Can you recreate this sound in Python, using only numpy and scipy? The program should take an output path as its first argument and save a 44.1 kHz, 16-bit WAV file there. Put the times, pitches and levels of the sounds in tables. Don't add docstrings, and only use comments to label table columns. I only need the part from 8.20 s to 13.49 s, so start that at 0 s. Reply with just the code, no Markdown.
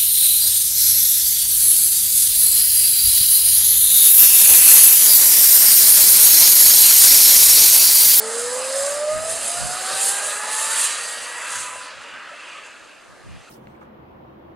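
import sys
import numpy as np
from scipy import signal
from scipy.fft import rfft, irfft, next_fast_len
from scipy.io import wavfile
from scipy.ndimage import uniform_filter1d

SR = 44100
rng = np.random.default_rng(int(sys.argv[2]) if len(sys.argv) > 2 else 0)


def invert_db(level):
    return 10 ** (np.asarray(level, dtype=float) / 20)


def log_audio(samples):
    frames = np.atleast_2d(samples).T
    limited = np.clip(frames, -1, 1)
    pcm = np.round(limited * 32767).astype(np.int16)
    wavfile.write(sys.argv[1], SR, pcm)


N = 233476
T = np.arange(N) / SR

# frequency in Hz, density in dB per Hz.
RUSTLE_SPECTRUM = [(120, -16.5), (300, -2.5), (700, -6), (1500, -14.5), (3000, -19.5), (6000, -23),
                   (9400, -19), (11000, -27), (13500, -38), (15000, -50)]
# frequency in Hz, density in dB per Hz.
WIND_SPECTRUM = [(10, -45.5), (30, -14), (60, 3.5), (120, -0.5), (200, -3.5), (300, -17), (500, -25),
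                 (900, -49.5), (2500, -110)]
# centre in seconds, peak in dB, half length in seconds.
GUSTS = [(.07, -63, .04), (0.273, -49, 0.059), (.46, -56, .07), (0.617, -44, 0.032), (0.76, -50.5, 0.073),
         (0.97, -35.5, .06), (1.12, -42, 0.074), (1.256, -45.5, 0.041), (1.438, -31, 0.059),
         (1.553, -46, 0.074), (1.738, -40.5, 0.031), (1.917, -52, 0.057), (2.13, -62, .07),
         (2.307, -65, .04), (2.52, -58, .11), (3.01, -52, 0.025), (3.15, -59, 0.036), (3.39, -45, 0.074),
         (3.555, -53.5, 0.056), (3.78, -51, .04), (3.944, -56, 0.051), (4.62, -58.5, .04),
         (4.912, -50, 0.029), (5.12, -37, .07)]
# start in seconds, peak in dB, pitch in Hz, 60 dB decay time in seconds.
GRIT = [
    (1.56, -24, 1500, .006),
    (3.556, -27, 620, .03),
    (3.613, -13, 1400, .008),
    (4.115, -36, 580, .09),
    (4.132, -36, 680, .06),
    (5.273, -33, 1400, .015),
]

# time in seconds, level in dB.
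ROAR_LEVEL = [(0, -35), (.1, -34.5), (1.2, -37.5), (1.8, -33.5), (2.3, -32.5), (2.55, -29.5), (2.95, -37),
              (3.27, -33), (3.7, -40.5), (4.0, -39.5), (4.4, -44.5), (4.85, -50), (5.29, -53.5)]
# frequency in Hz, density in dB per Hz.
ROAR_SPECTRUM = [(350, -90), (650, -53), (800, -21.5), (950, -3), (1070, -2.5), (1240, 4.5), (1450, -1.5),
                 (1620, 2), (1800, 0.5), (2000, -2.5), (2150, -7), (2400, -21), (3000, -36), (5000, -110)]
# frequency in Hz, density in dB per Hz.
SCRUB_SPECTRUM = [(1000, -94), (1800, -21), (2250, -5.5), (2450, 0.5), (2680, 3), (2900, -1.5),
                  (3200, -6.5), (3500, -6.5), (4200, -25), (7000, -110)]
# frequency in Hz, density in dB per Hz.
DRONE_SPECTRUM = [(40, -80), (100, -68), (150, -51), (230, -4), (300, -19.5), (400, -15.5), (470, -2.5),
                  (600, 3.5), (740, -3.5), (850, -1.5), (1100, -35), (2000, -110)]
# centre in seconds, scrub change in dB, half length in seconds.
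SLIDES = [(.43, 7.5, 0.069), (1.25, 4.5, 0.16), (1.84, 3.5, 0.24), (2.72, 6, 0.18), (3.05, 5, .05),
          (3.6, 4, 0.44), (3.9, 4, 0.046), (4.35, 9, 0.22), (4.78, 5.5, 0.2), (4.95, -7.5, 0.12),
          (5.22, 7, 0.18)]

# time in seconds, level in dB.
TICK_LEVEL = [(0, -32.5), (.25, -30), (1.5, -28.5), (2.72, -28.5), (3.11, -36.5), (3.62, -41.5),
              (3.74, -54), (4.3, -52.5), (5.05, -68.5), (5.29, -61)]
# frequency in Hz, density in dB per Hz.
TICK_SPECTRUM = [(3120, -43.5), (5300, -8.5), (5460, -9), (5720, -9.5), (6740, -5.5), (7090, 0),
                 (7550, 2.5), (8390, 0), (9200, 1), (9680, 0.5), (11800, -18), (12900, -23.5),
                 (14500, -40.5)]
# frequency in Hz, density in dB per Hz.
GUARD_SPECTRUM = [(1820, -25.5), (3100, -2), (3320, -5), (3960, 0.5), (4290, 1), (4730, -1), (5100, -0.5),
                  (5380, -4.5), (5600, -3), (7280, -18.5), (12300, -120)]
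# centre in seconds, change in dB,
# half length in seconds.
WHIPS = [(.158, 5, .096), (.335, 2.5, .032), (.669, 3.5, 0.19), (.824, -6, 0.085), (.939, -4, .128),
         (1.113, 5, 0.037), (1.27, 4, 0.072), (1.62, 0, 0.057), (1.867, 9.5, 0.09), (2.091, 4, 0.036),
         (2.249, -3.5, .04), (2.403, 6, 0.1), (2.616, 10, 0.093), (2.889, 1.5, 0.047), (3.379, 10, 0.12),
         (3.83, 4.5, 0.017), (4.03, -5.5, .117), (4.463, 6, .023)]
# centre in seconds, change in dB, half length in seconds.
RATTLES = [
    (.97, -3.5, 0.074),
    (1.74, 3.5, 0.091),
    (2.2, -4, 0.059),
    (3.2, -4.5, 0.07),
    (3.52, -6, 0.11),
    (3.72, 4, .06),
]
# centre in seconds, tilt in dB per octave, half length in seconds.
DULLED = [
    (2.76, -7.5, .12),
]

# time in seconds, teeth meshing per second.
TOOTH_RATE = [(0, 434.8), (.6, 552.8), (1.2, 669.7), (1.7, 758.6), (2.0, 808.6), (2.3, 856.2), (2.6, 906.2),
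              (2.9, 942.4), (3.2, 973.2), (3.5, 998.5), (3.95, 1027.5)]
# multiple of the tooth rate, level in dB, drift in dB per second,
# gain in dB while the kart is side-on.
SPROCKET_LINES = [
    (1, -29, -3.6, 1),
    (2, -44, .4, 3.5),
    (.5, -48.5, -2.4, 4),
    (1.5, -57, .5, 6),
    (3, -53, -1.8, 0),
    (4, -59, -.5, 3),
    (5, -64, .6, 5),
    (6, -65, 0, 3),
]
# frequency in Hz, width in Hz, gain in dB.
FRAME = [(310, 75, -13), (438, 10, -5), (560, 23, 6.5), (612, 21, 9.5), (674, 10, -10), (748, 30, -4),
         (822, 25, -10), (1011, 12, 3.5), (944, 25, -27), (1050, 30, -18), (1238, 40, 7), (1350, 36, -28),
         (2034, 41, -20), (4560, 150, 19)]

# frequency in Hz, width in Hz, gain in dB.
HOUSING = [(3750, 27, 0), (5120, 14, 3.5), (5360, 154, -7.5), (6520, 45, -1.5), (6484, 330, 5.5),
           (4690, 14, 8.5)]
# frequency in Hz, left minus right in dB.
LEAN = [(60, -1.5), (95, -1.5), (150, -1.5), (240, -1.5), (370, -2.0), (590, -1.5), (930, -1.0),
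        (1470, 0.0), (2310, 0.0), (3650, -2.0), (5770, -2.0), (9100, -2.0), (14400, 0.0)]
# frequency in Hz, lead of the left in radians.
LEAD = [(300, 0), (3100, -.1), (5430, .2), (6030, 0), (9650, .55), (11700, .1), (14600, 0)]
# frequency in Hz, level in dB.
SCATTER = [(300, -16), (700, -24), (1100, -25), (2600, -23), (4000, -20), (6000, -26), (9000, -16),
           (11000, -17), (14000, -17)]


def evened(x):
    return x / np.sqrt(np.mean(x ** 2) + 1e-20)


def read(points, hz):
    f, value = np.transpose(points)
    return np.interp(np.log(hz + 1), np.log(f + 1), value)


def curve(rows):
    s, value = np.transpose(rows)
    return np.interp(T, s, value)


def swells(rows, at=T):
    return sum(high * np.exp(-((at - mid) / max(half, .01)) ** 2) for mid, high, half in rows)


def drift(per_s):
    span = max(int(SR / per_s), 1)
    once = uniform_filter1d(rng.standard_normal(N), span)
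    return evened(uniform_filter1d(once, span))


def coloured(x, spectrum, patchy_db, tilt_db=0., pivot_hz=8500):
    hz, t, z = signal.stft(x, SR, nperseg=1024, noverlap=768)
    over_hz = uniform_filter1d(rng.standard_normal(z.shape), 4, 0)
    patches = evened(uniform_filter1d(over_hz, 14, 1))
    octaves = np.clip(np.log2((hz + 1) / pivot_hz), -.5, 1)
    tilt = np.outer(octaves, np.interp(t, T, tilt_db * np.ones(N)))
    z = z * invert_db(read(spectrum, hz)[:, None] + patchy_db * patches + tilt)
    return evened(signal.istft(z, SR, nperseg=1024, noverlap=768)[1][:N])


def grains(per_s, spread_db):
    sign = rng.choice([-1., 1.], N)
    size = invert_db(spread_db * np.minimum(rng.exponential(1, N), 4)) * sign
    return evened(size * (rng.random(N) < per_s / SR))


def rustle():
    return invert_db(-51.5) * np.array([coloured(rng.standard_normal(N), RUSTLE_SPECTRUM, 1.7) for _ in range(2)])


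def wind():
    calm_db = -73
    gusts = swells([(s, invert_db(db), half) for s, db, half in GUSTS])
    lumps = (invert_db(calm_db) + gusts) * invert_db(1.0 * drift(25))
    same, opposed = (coloured(rng.standard_normal(N), WIND_SPECTRUM, 1.9) for _ in range(2))
    same, opposed = (x / np.sqrt(uniform_filter1d(x ** 2, 3000) + .15) for x in (same, opposed))
    pressure = invert_db(-12.5) * same + opposed * np.array([[1], [-1]])
    return invert_db([[-.6], [.6]]) * lumps * pressure


def grit():
    out, t = np.zeros(N), np.arange(4000) / SR
    onset = np.minimum(t / 0.0024, 1)
    for s, db, hz, t60 in GRIT:
        ping = invert_db(db - 60 * t / max(t60, .004)) * np.sin(2 * np.pi * hz * t) * onset
        part = out[round(s * SR):][:len(t)]
        part += ping[:len(part)]
    return out


def tyres(patchy_db=2.2):
    scrub_db = -8 - 8.5 * np.exp(-T / 0.49) + swells(SLIDES)
    drone_db, hold_s, fall_db_per_s, far_db = -38, 1.93, 6.5, -56
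    drone_db = np.maximum(drone_db - fall_db_per_s * np.maximum(T - hold_s, 0), far_db)
    road = invert_db(0.11 * drift(21)) * (rng.standard_normal(N) + 0.24 * grains(3000, 1.5))
    roar = coloured(road, ROAR_SPECTRUM, patchy_db)
    scrub = invert_db(scrub_db) * coloured(road, SCRUB_SPECTRUM, patchy_db)
    drone = invert_db(drone_db) * coloured(road, DRONE_SPECTRUM, patchy_db)
    return invert_db(curve(ROAR_LEVEL)) * (roar + scrub) + drone


def roller_ticks(turns, run_db, whip_db, patchy_db=2.2):
    bright_db = 4 * (1 - np.exp(-T / 0.14)) + 0.75 * np.minimum(run_db - run_db[0], 0)
    crisp_per_db = swells([(2, 0.73, 0.9)])
    bright_db = bright_db + whip_db * crisp_per_db + swells(DULLED)
    depth = np.interp(T, [0, 1.5, 2.2, 3], [0.15, .45, 0.22, 0.13])
    beat = 1 - depth + 2.5 * depth * np.exp(-(turns % 1) / 0.58)
    shake = invert_db(0.79 * drift(45) + 0.83 * drift(200))
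    rollers = beat * shake * (rng.standard_normal(N) + 0.2 * grains(5100, 5.2))
    return invert_db(run_db + whip_db) * coloured(rollers, TICK_SPECTRUM, patchy_db, bright_db)


def guard_rattle(run_db, whip_db, patchy_db=2.2):
    near_db = curve(ROAR_LEVEL)
    guard_db = -37.5 + 0.65 * (run_db - run_db.max()) + 0.17 * (near_db - near_db[0])
    guard_db = guard_db + 0.44 * whip_db + 0.88 * T + swells(RATTLES)
    guard = invert_db(guard_db) * coloured(rng.standard_normal(N), GUARD_SPECTRUM, patchy_db)
    ring_hz, ring_width_hz, ring_db, until_s, fade_s = 5050, 130, 1.5, 1.45, .5
    ring = signal.lfilter(*signal.iirpeak(ring_hz, ring_hz / ring_width_hz, SR), guard)
    facing = np.clip(1 - (T - until_s) / fade_s, 0, 1)
    return guard + invert_db(ring_db) * facing * ring


def chain(turns):
    run_db, whip_db = curve(TICK_LEVEL), swells(WHIPS)
    return roller_ticks(turns, run_db, whip_db) + guard_rattle(run_db, whip_db)


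def whine(turns):
    out, rate = np.zeros(N), curve(TOOTH_RATE)
    side_on_s, side_on_length_s, lift_off_s, lift_fade_s = 2.05, .6, 3.72, .03
    resonances = [(hz, db, width) for hz, width, db in FRAME]
    for order, db, drift_db, side_db in SPROCKET_LINES:
        frame_db = swells(resonances, order * rate)
        facing_db = swells([(side_on_s, side_db, side_on_length_s)])
        level_db = db + drift_db * T + facing_db + frame_db
        wobble = .12 * np.sqrt(order) * drift(40)
        flutter_db = 1.4 * drift(45) if order == 1 else 1 + 1.8 * drift(18)
        line = np.sqrt(2) * np.cos(2 * np.pi * order * turns + wobble)
        out += invert_db(level_db + flutter_db) * line
    return out * np.clip((lift_off_s - T) / lift_fade_s, 0, 1)


def ports(x):
    size = next_fast_len(N + 2000)
    hz = np.fft.rfftfreq(size, 1 / SR)
    housing_db = sum(db * np.exp(-((hz - f) / width) ** 2) for f, width, db in HOUSING)
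    z = rfft(x, size) * invert_db(housing_db)
    lean = invert_db(read(LEAN, hz) / 2) * np.exp(.5j * read(LEAD, hz))
    taps = rng.standard_normal(4000) * invert_db(-30 * np.arange(4000) / 4000)
    scatter = rfft(taps / np.linalg.norm(taps), size) * invert_db(read(SCATTER, hz))
    return irfft(z * np.array([lean + scatter, 1 / lean - scatter]), size)[:, :N]


def scene():
    turns = np.cumsum(curve(TOOTH_RATE)) / SR
    kart = grit() + tyres() + chain(turns) + whine(turns)
    return rustle() + wind() + ports(kart)


def without_masked_bands(x, width=20):
    middle_side = np.array([x[0] + x[1], x[0] - x[1]]) / 2
    hz, t, z = signal.stft(middle_side, SR, nperseg=2048)
    band = np.arange(len(hz)) // width
    power = np.add.reduceat(abs(z) ** 2, np.arange(0, len(hz), width), axis=1)
    band_db = 10 * np.log10(power + 1e-20)[:, band]
    whole_db = 10 * np.log10((abs(z[0]) ** 2).sum(0) + 1e-20)
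    faint = (hz[:, None] > 12800) & (band_db < whole_db - 46)
    faint[1] |= (hz[:, None] > 1050) & (band_db[1] < band_db[0] - 19.5)
    mid, side = signal.istft(z * ~faint, SR, nperseg=2048)[1][:, :N]
    return np.array([mid + side, mid - side])


def roll_off(x):
    return signal.sosfilt(signal.butter(12, 14970, fs=SR, output="sos"), x)


def record(dry):
    mix = without_masked_bands(dry)
    return roll_off(mix)


dry = scene()
out = record(dry)
log_audio(out)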